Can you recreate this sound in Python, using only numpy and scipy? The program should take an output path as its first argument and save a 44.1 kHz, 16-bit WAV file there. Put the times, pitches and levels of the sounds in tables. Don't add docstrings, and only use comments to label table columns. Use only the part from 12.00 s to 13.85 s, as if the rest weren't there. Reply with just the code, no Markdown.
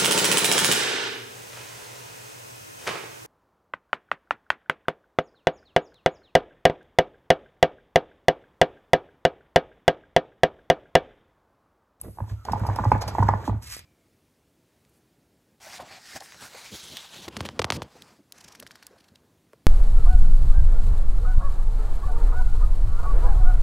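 import sys
import numpy as np
from scipy import signal
from scipy.fft import rfft, irfft
from scipy.io import wavfile

SR = 44100
rng = np.random.default_rng(int(sys.argv[2]) if len(sys.argv) > 2 else 0)


def volts_from_db(level):
    exponent = np.asarray(level, float) / 20
    return 10 ** exponent


def generate_wav(sig):
    pcm = np.round(np.clip(np.atleast_2d(sig).T, -1, 1) * 32767).astype(np.int16)
    wavfile.write(sys.argv[1], SR, pcm)


N = 81585

# (frequency [Hz], level [dB], T60 [s])
HOOP_MODES = [(437, -28.5, 0.087), (644, -17, 0.03), (820, -5.5, 0.017), (929, 7.5, 0.017),
              (1173, -10, 0.021), (1427, -11, 0.017), (1767, -15.5, 0.01), (2320, -46.5, 0.042),
              (557, -13.5, 0.027)]
# (frequency [Hz], level [dB], T60 [s])
TABLE_MODES = [(72.4, -8, 0.18), (105.3, 2, 0.14), (122.3, -7, 0.09), (164, -9.5, 0.04),
               (233.3, -11.5, 0.051), (329, -13, 0.055)]


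def in_time(rows):
    s, db = np.transpose(rows)
    return np.interp(np.arange(N) / SR, s, db)


def unit(x):
    return x / np.sqrt(np.mean(x ** 2) + 1e-20)


def shaped(x, points):
    hz, db = np.transpose(points)
    f = np.maximum(np.fft.rfftfreq(2 * N, 1 / SR), 1)
    gain = volts_from_db(np.interp(np.log(f), np.log(np.maximum(hz, 1)), db))
    return irfft(rfft(x, 2 * N) * gain)[..., :N]


def soft(x, hz):
    r = np.exp(-2 * np.pi * hz / SR)
    return signal.lfilter([1 - r], [1, -2 * r, r * r], x) * (1 - r)


def ring(x, hz, t60):
    r = volts_from_db(-60 / (t60 * SR))
    w = 2 * np.pi * hz / SR
    return signal.lfilter([0, np.sin(w)], [1, -2 * r * np.cos(w), r * r], x + 1e-18)


def grains(per_s, spread_db):
    hits = rng.random(N) < per_s / SR
    size = volts_from_db(spread_db * np.minimum(rng.exponential(1, N), 4))
    return hits * size * rng.choice([-1, 1], N)


def struck(s, db, modes, vary_db):
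    out = np.zeros(N)
    vary = rng.normal(0, 1, (len(s), len(modes)))
    for k, (hz, level_db, t60) in enumerate(modes):
        clicks = np.zeros(N)
        np.add.at(clicks, (s * SR).astype(int), volts_from_db(db + level_db + vary_db * vary[:, k]))
        out += ring(clicks, hz, t60)
    return out


def arch(s, length):
    return np.sin(np.pi * np.clip((np.arange(N) / SR - s) / length, 0, 1))


def placed(s, wave):
    return np.pad(wave, (int(s * SR), N))[:N]


def floor():
    hum, air = rng.standard_normal((2, N))
    low = unit(ring(hum, hz=59, t60=0.096) + 0.5 * ring(hum, hz=98, t60=0.047))
    return volts_from_db(-50.5) * low + volts_from_db(-70.5) * air


def squeak():
    start_s, length_s, hz, t60_s, level_db = 0.345, 0.14, 1330, 0.012, -61
    tone = ring(ring(rng.standard_normal(N), hz, t60_s), hz, t60_s)
    return volts_from_db(level_db) * arch(start_s, length_s) * unit(tone)


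def shake(modes, per_s, spread_db):
    return unit(sum(volts_from_db(0.36 * db) * ring(grains(per_s, spread_db), hz, t60) for hz, db, t60 in modes))


def shudder():
    # (time [s], level [dB])
    press_rows = [(0, -78), (.05, -56.5), (.11, -89), (.15, -80), (.2, -59.5), (.26, -64.5), (.31, -56),
                  (.37, -73.5), (.44, -76), (.47, -47), (.7, -43.5), (.97, -49.5), (1.12, -45.5),
                  (1.3, -46), (1.42, -47.5), (1.5, -49), (1.6, -60.5), (1.85, -79.5)]
    hoop_db, rumble_db, body_db, rasp_db = 4.5, 8, 0.5, -14.5
    scuff_start_s, scuff_length_s, scuff_db = 0.024, 0.094, -45

    press = volts_from_db(in_time(press_rows))
    hoop = soft(shake(HOOP_MODES, per_s=225, spread_db=2.5), hz=2600)
    middle_modes = TABLE_MODES[3:6] + HOOP_MODES[:2] + HOOP_MODES[-1:]
    body = shake(middle_modes, per_s=520, spread_db=9.0)
    rumble = shake(TABLE_MODES[:3], per_s=290, spread_db=3.5)
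    rasp = unit(ring(rng.standard_normal(N), hz=2200, t60=0.00031))
    scuff = volts_from_db(scuff_db) * arch(scuff_start_s, scuff_length_s)

    pressed = volts_from_db(rasp_db) * rasp + volts_from_db(hoop_db) * hoop + volts_from_db(rumble_db) * rumble
    return press * pressed + (volts_from_db(body_db) * press + scuff) * body


def thuds():
    # (time [s], peak level [dB])
    landings = [(.06, -41), (0.078, -38), (.206, -36), (.508, -29.5), (0.533, -30.5), (.612, -28),
                (.7, -35), (.795, -27), (.858, -27.5), (0.922, -24.5), (.95, -26), (1.189, -23),
                (1.232, -25.5), (1.288, -33.5), (1.337, -29.5), (1.479, -20), (1.537, -32.5)]
    top_hz, end_hz, sag_s, rise_s = 350.4, 133, 0.01063, 0.0077
    out = np.zeros(N)
    u = np.arange(4096) / SR
    shape = u / rise_s * np.exp(1 - u / rise_s)
    vary = rng.normal(0, 1, len(landings))
    for (s, db), chance in zip(landings, vary):
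        hz = end_hz + (top_hz * (1 + 0.11 * chance) - end_hz) * np.exp(-u / sag_s)
        out += placed(s, volts_from_db(db) * shape * np.sin(2 * np.pi * np.cumsum(hz) / SR))
    return out


def booms():
    # (time [s], peak level [dB], share of the free ring time [ratio])
    pushes = [(0.029, -42, 0.68), (0.073, -37, 0.96), (0.213, -21.5, .45), (0.269, -37, 0.88),
              (.31, -22, 0.73), (0.366, -41.5, .9), (0.506, -21.5, 0.58), (0.542, -20.5, 0.4),
              (0.61, -18.5, 0.74), (0.681, -22.5, 0.77), (0.722, -28, 1), (0.802, -18, 0.58),
              (0.861, -18, 0.84), (0.886, -23.5, 1), (0.933, -14.5, 0.49), (0.971, -19.5, 0.43),
              (1.013, -28.5, 0.64), (1.11, -28.5, 0.74), (1.196, -14, 0.6), (1.236, -17, 1),
              (1.295, -18.5, 1), (1.345, -20.5, 0.73), (1.06, -31, 0.98), (1.429, -36.5, .7),
              (1.489, -15.5, 0.37), (1.509, -20, 0.85), (1.546, -24, 0.6), (1.678, -46.5, 0.78),
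              (1.62, -39, .9), (1.77, -52, 0.48), (1.835, -52, 0.62)]
    push_db, contact_hz, build_t60_s, vary_db = -2, 274, 0.087, 2.17
    out = np.zeros(N)
    click = np.eye(1, 16384)[0]
    vary = rng.normal(0, 1, (len(pushes), len(TABLE_MODES)))
    for (s, db, hold), chances in zip(pushes, vary):
        wave = np.zeros(len(click))
        for (hz, level_db, t60), chance in zip(TABLE_MODES, chances):
            free = ring(click, hz, t60 * max(hold, 0.1))
            wave += volts_from_db(level_db + vary_db * chance) * ring(free, hz, build_t60_s)
        out += placed(s, volts_from_db(db + push_db) * 40 / build_t60_s / SR * wave)
    return soft(out, contact_hz)


def hiss(colour):
    fibres = unit(grains(per_s=1500, spread_db=4.5))
    return unit(shaped(rng.standard_normal(N) + 0.7 * fibres, colour))


def cloth():
    # (time [s], level [dB])
    slide_rows = [(0, -64), (.17, -89), (.24, -79.5), (.3, -54), (.37, -76), (.44, -68), (.46, -59.5),
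                  (.95, -56), (1.0, -66.5), (1.16, -53.5), (1.38, -64), (1.48, -47), (1.53, -79),
                  (1.85, -76)]
    # (time [s], level [dB])
    wipe_rows = [
        (1.605, -74),
        (1.63, -46),
        (1.7, -45),
        (1.74, -40.5),
        (1.79, -47.5),
        (1.825, -62),
        (1.85, -75),
    ]
    # (time [s], peak level [dB], rise [s], fall [s], plastic crinkle [dB])
    catches = [(.012, -54.5, 0.0028, 0.0025, 21.5), (0.028, -70, 0.0033, 0.14, 13),
               (0.451, -38.5, 0.00024, 0.003, -10), (0.517, -38.5, 0.0048, 0.0053, -10),
               (0.595, -52, 0.00076, 0.0045, 0), (0.661, -44.5, 0.0095, 0.0043, -2),
               (0.758, -39.5, 0.0032, 0.004, -7), (0.842, -43, 0.0019, 0.0061, -13),
               (0.907, -50, 0.0025, .004, -8), (0.917, -38.5, 0.0042, 0.0045, -15),
               (1.006, -35.5, .015, 0.0087, -11.5), (1.074, -35.5, 0.0084, 0.0099, -8),
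               (1.228, -43.5, 0.0025, 0.0053, -15), (1.283, -41.5, 0.0057, 0.0034, -26),
               (1.579, -67, 0.00054, 0.0025, 5), (1.765, -42, 0.0021, 0.0011, 4),
               (1.792, -42, 0.0004, 0.0017, 0.5)]
    # (frequency [Hz], density [dB per Hz])
    slide_colour = [(900, -1.5), (2200, -10), (3500, -5), (5000, -4.5), (7000, -6), (9700, -10.5),
                    (12000, -11), (14000, -19)]
    # (frequency [Hz], density [dB per Hz])
    wipe_colour = [(700, -20), (1200, -7.5), (2200, -5.5), (3500, -9), (5000, -1), (7000, -6.5),
                   (9700, -3.5), (11800, -7.5), (14000, -22.5)]
    # (frequency [Hz], density [dB per Hz])
    catch_colour = [(900, 8.5), (2200, -1), (3500, -4.5), (5000, 7), (7000, -3.5), (9700, -6.5),
                    (12000, -18), (14000, -22)]
    # (frequency [Hz], density [dB per Hz])
    crinkle_colour = [(6000, -35.5), (8500, -8.5), (10000, 2.5), (11700, -5.5), (13000, -11.5),
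                      (14500, -20)]
    catch_db = 3.5

    t = np.arange(N) / SR
    burst, crinkle = np.zeros(N), np.zeros(N)
    for s, db, rise_s, fall_s, plastic_db in catches:
        rise_s, fall_s = max(rise_s, 2e-4), max(fall_s, 5e-4)
        u = t - s - rise_s
        shape = volts_from_db(db + catch_db) * np.exp(np.where(u < 0, -3 * (u / rise_s) ** 2, -u / fall_s))
        burst += shape
        crinkle += volts_from_db(plastic_db) * shape

    uneven = volts_from_db(2.4 * unit(soft(rng.standard_normal(N), hz=29)))
    slide = volts_from_db(in_time(slide_rows)) * uneven * hiss(slide_colour)
    wipe = volts_from_db(in_time(wipe_rows)) * uneven ** 0.84 * hiss(wipe_colour)
    return slide + wipe + burst * hiss(catch_colour) + crinkle * hiss(crinkle_colour)


def taps():
    # (time [s], peak level [dB], rim pitch [Hz], other modes [dB])
    tap_rows = [(0.185, -23.5, 860, -1), (0.203, -23.5, 905, 1.5), (0.238, -37, 895, -13),
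                (0.279, -41, 940, -12), (0.453, -30.5, 805, 1), (0.485, -16, 936, -4),
                (0.495, -24, 907, 7.5), (0.533, -9, 868, -7), (0.558, -21, 861, -22),
                (0.565, -24, 895, -2.5), (0.602, -31, 940, -2.5), (0.635, -23, 929, -2.5),
                (0.665, -24, 900, -17), (0.688, -17.5, 838, -2.5), (0.763, -21.5, 860, -6),
                (0.787, -11.5, 880, 0.5), (0.838, -16.5, 940, -0.5), (0.852, -12.5, 850, 1.5),
                (0.917, -1.5, 906, 0), (0.95, -22, 954, 6.5), (0.96, -21, 840, 0), (1.024, -22.5, 807, -8),
                (1.038, -21, 830, 0), (1.15, -16, 929, 0), (1.183, -10.5, 822, -3),
                (1.225, -9.5, 932, -1.5), (1.287, -2.5, 861, 1.5), (1.336, -13.5, 948, 3),
                (1.477, -15, 853, -0.5), (1.495, -19.5, 895, 1.5)]
    # (time [s], peak level [dB], rim pitch [Hz])
    more_tap_rows = [(.016, -52, 890), (0.172, -43, 800), (.650, -20.5, 890), (0.697, -19, 929),
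                     (.729, -34, 830), (.793, -15.5, 912), (.858, -17.5, 858), (.924, -20, 924),
                     (1.014, -26, 922), (1.067, -31.5, 790), (1.08, -27.5, 930), (1.086, -26.5, 890),
                     (1.189, -14, 912), (1.203, -18, 840), (1.228, -14.5, 898), (1.295, -18.5, 995),
                     (1.327, -24.5, 903), (1.527, -30.5, 840)]
    # (time [s], peak level [dB], pitch [Hz])
    tick_rows = [(.0538, -57, 2050), (.204, -40, 1670), (0.797, -25, 1400), (1.08, -33.5, 1500),
                 (1.338, -27, 1790), (0.298, -41, 1660), (0.602, -37, 1430), (0.701, -28, 1540),
                 (.836, -28.5, 1570), (.919, -24.5, 2290), (0.948, -27, 1680), (1.1913, -30.5, 1930),
                 (1.23, -26, 1510), (1.284, -20.5, 1670), (1.4416, -33, 1640)]
    rim_peak_s, rim_db, more_tap_modes_db = 0.0022, -2, -2
    tick_swell_s, tick_t60_s = 0.00051, 0.015
    touch_gap_s, touch_jitter_s, touch_db = 0.001111, 5e-4, -7

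    rows = np.array(list(tap_rows) + [(*row, more_tap_modes_db) for row in more_tap_rows])
    u = np.arange(2048) / SR
    out = np.zeros(N)
    swell = (u / rim_peak_s * np.exp(1 - u / rim_peak_s)) ** 2
    for s, db, hz, _ in rows:
        out += placed(s, volts_from_db(db + rim_db) * swell * np.sin(2 * np.pi * hz * u))
    for s, db, hz in tick_rows:
        shape = volts_from_db(db - 60 * u / tick_t60_s) * (1 - np.exp(-2 * u / tick_swell_s))
        out += placed(s, shape * np.sin(2 * np.pi * hz * u))

    jitter_s = touch_jitter_s * abs(rng.normal(0, 1, (len(rows), 4)))
    touch_s = rows[:, :1] + np.arange(4) * touch_gap_s + jitter_s
    level_db = rows[:, 1:2] + rows[:, 3:] + np.array([0.5, 0.5, -6.0, -4.5]) + touch_db
    other_modes = HOOP_MODES[:3] + HOOP_MODES[4:]
    touches = struck(touch_s.ravel(), level_db.ravel(), other_modes, vary_db=4.0)
    return out + soft(soft(touches, hz=1500), hz=2960)


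def ports(x):
    # (frequency [Hz], phase [rad])
    phase_rows = [(0, 0), (2300, .5), (4900, 3.1), (6500, 6.15), (7800, 6.45), (9150, 9.3), (10300, 9.55),
                  (11800, 12.45), (13200, 12.7), (14200, 15.0)]
    # (frequency [Hz], level [dB])
    balance_rows = [(40, -1.2), (100, -2.2), (1600, -2.6), (3000, -4.5), (4500, -3), (6000, 0), (14000, 0)]
    # (frequency [Hz], level [dB])
    room_rows = [(60, -22), (300, -12), (1000, -10), (2000, -2), (3300, -3), (5200, -12), (6600, -28),
                 (9000, -34)]
    room_decay_s = 0.04

    f = np.fft.rfftfreq(2 * N, 1 / SR)
    hz, turn = np.transpose(phase_rows)
    lead = np.exp(0.5j * np.interp(f, hz, turn))
    left, right = irfft(rfft(x, 2 * N) * np.array([lead, lead.conj()]))[:, :N]
    left = shaped(left, [(h, d / 2) for h, d in balance_rows])
    right = shaped(right, [(h, -d / 2) for h, d in balance_rows])

    tail = rng.standard_normal((2, 6000)) * np.exp(-np.arange(6000) / SR / room_decay_s)
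    tail /= np.sqrt((tail ** 2).sum(axis=1, keepdims=True))
    reflected = signal.fftconvolve(x[None], tail, axes=1)[:, :N]
    return np.array([left, right]) + shaped(reflected, room_rows)


def scene():
    return ports(floor() + squeak() + shudder() + thuds() + booms() + cloth() + taps())


def roll_off(x):
    return signal.sosfilt(signal.butter(12, 14850, fs=SR, output="sos"), x)


def record(dry):
    x = signal.sosfilt(signal.cheby2(10, 60, 18200, fs=SR, output="sos"), dry)
    x = signal.sosfilt(signal.butter(4, 46, "high", fs=SR, output="sos"), x)
    return roll_off(x)


dry = scene()
out = record(dry)
generate_wav(out)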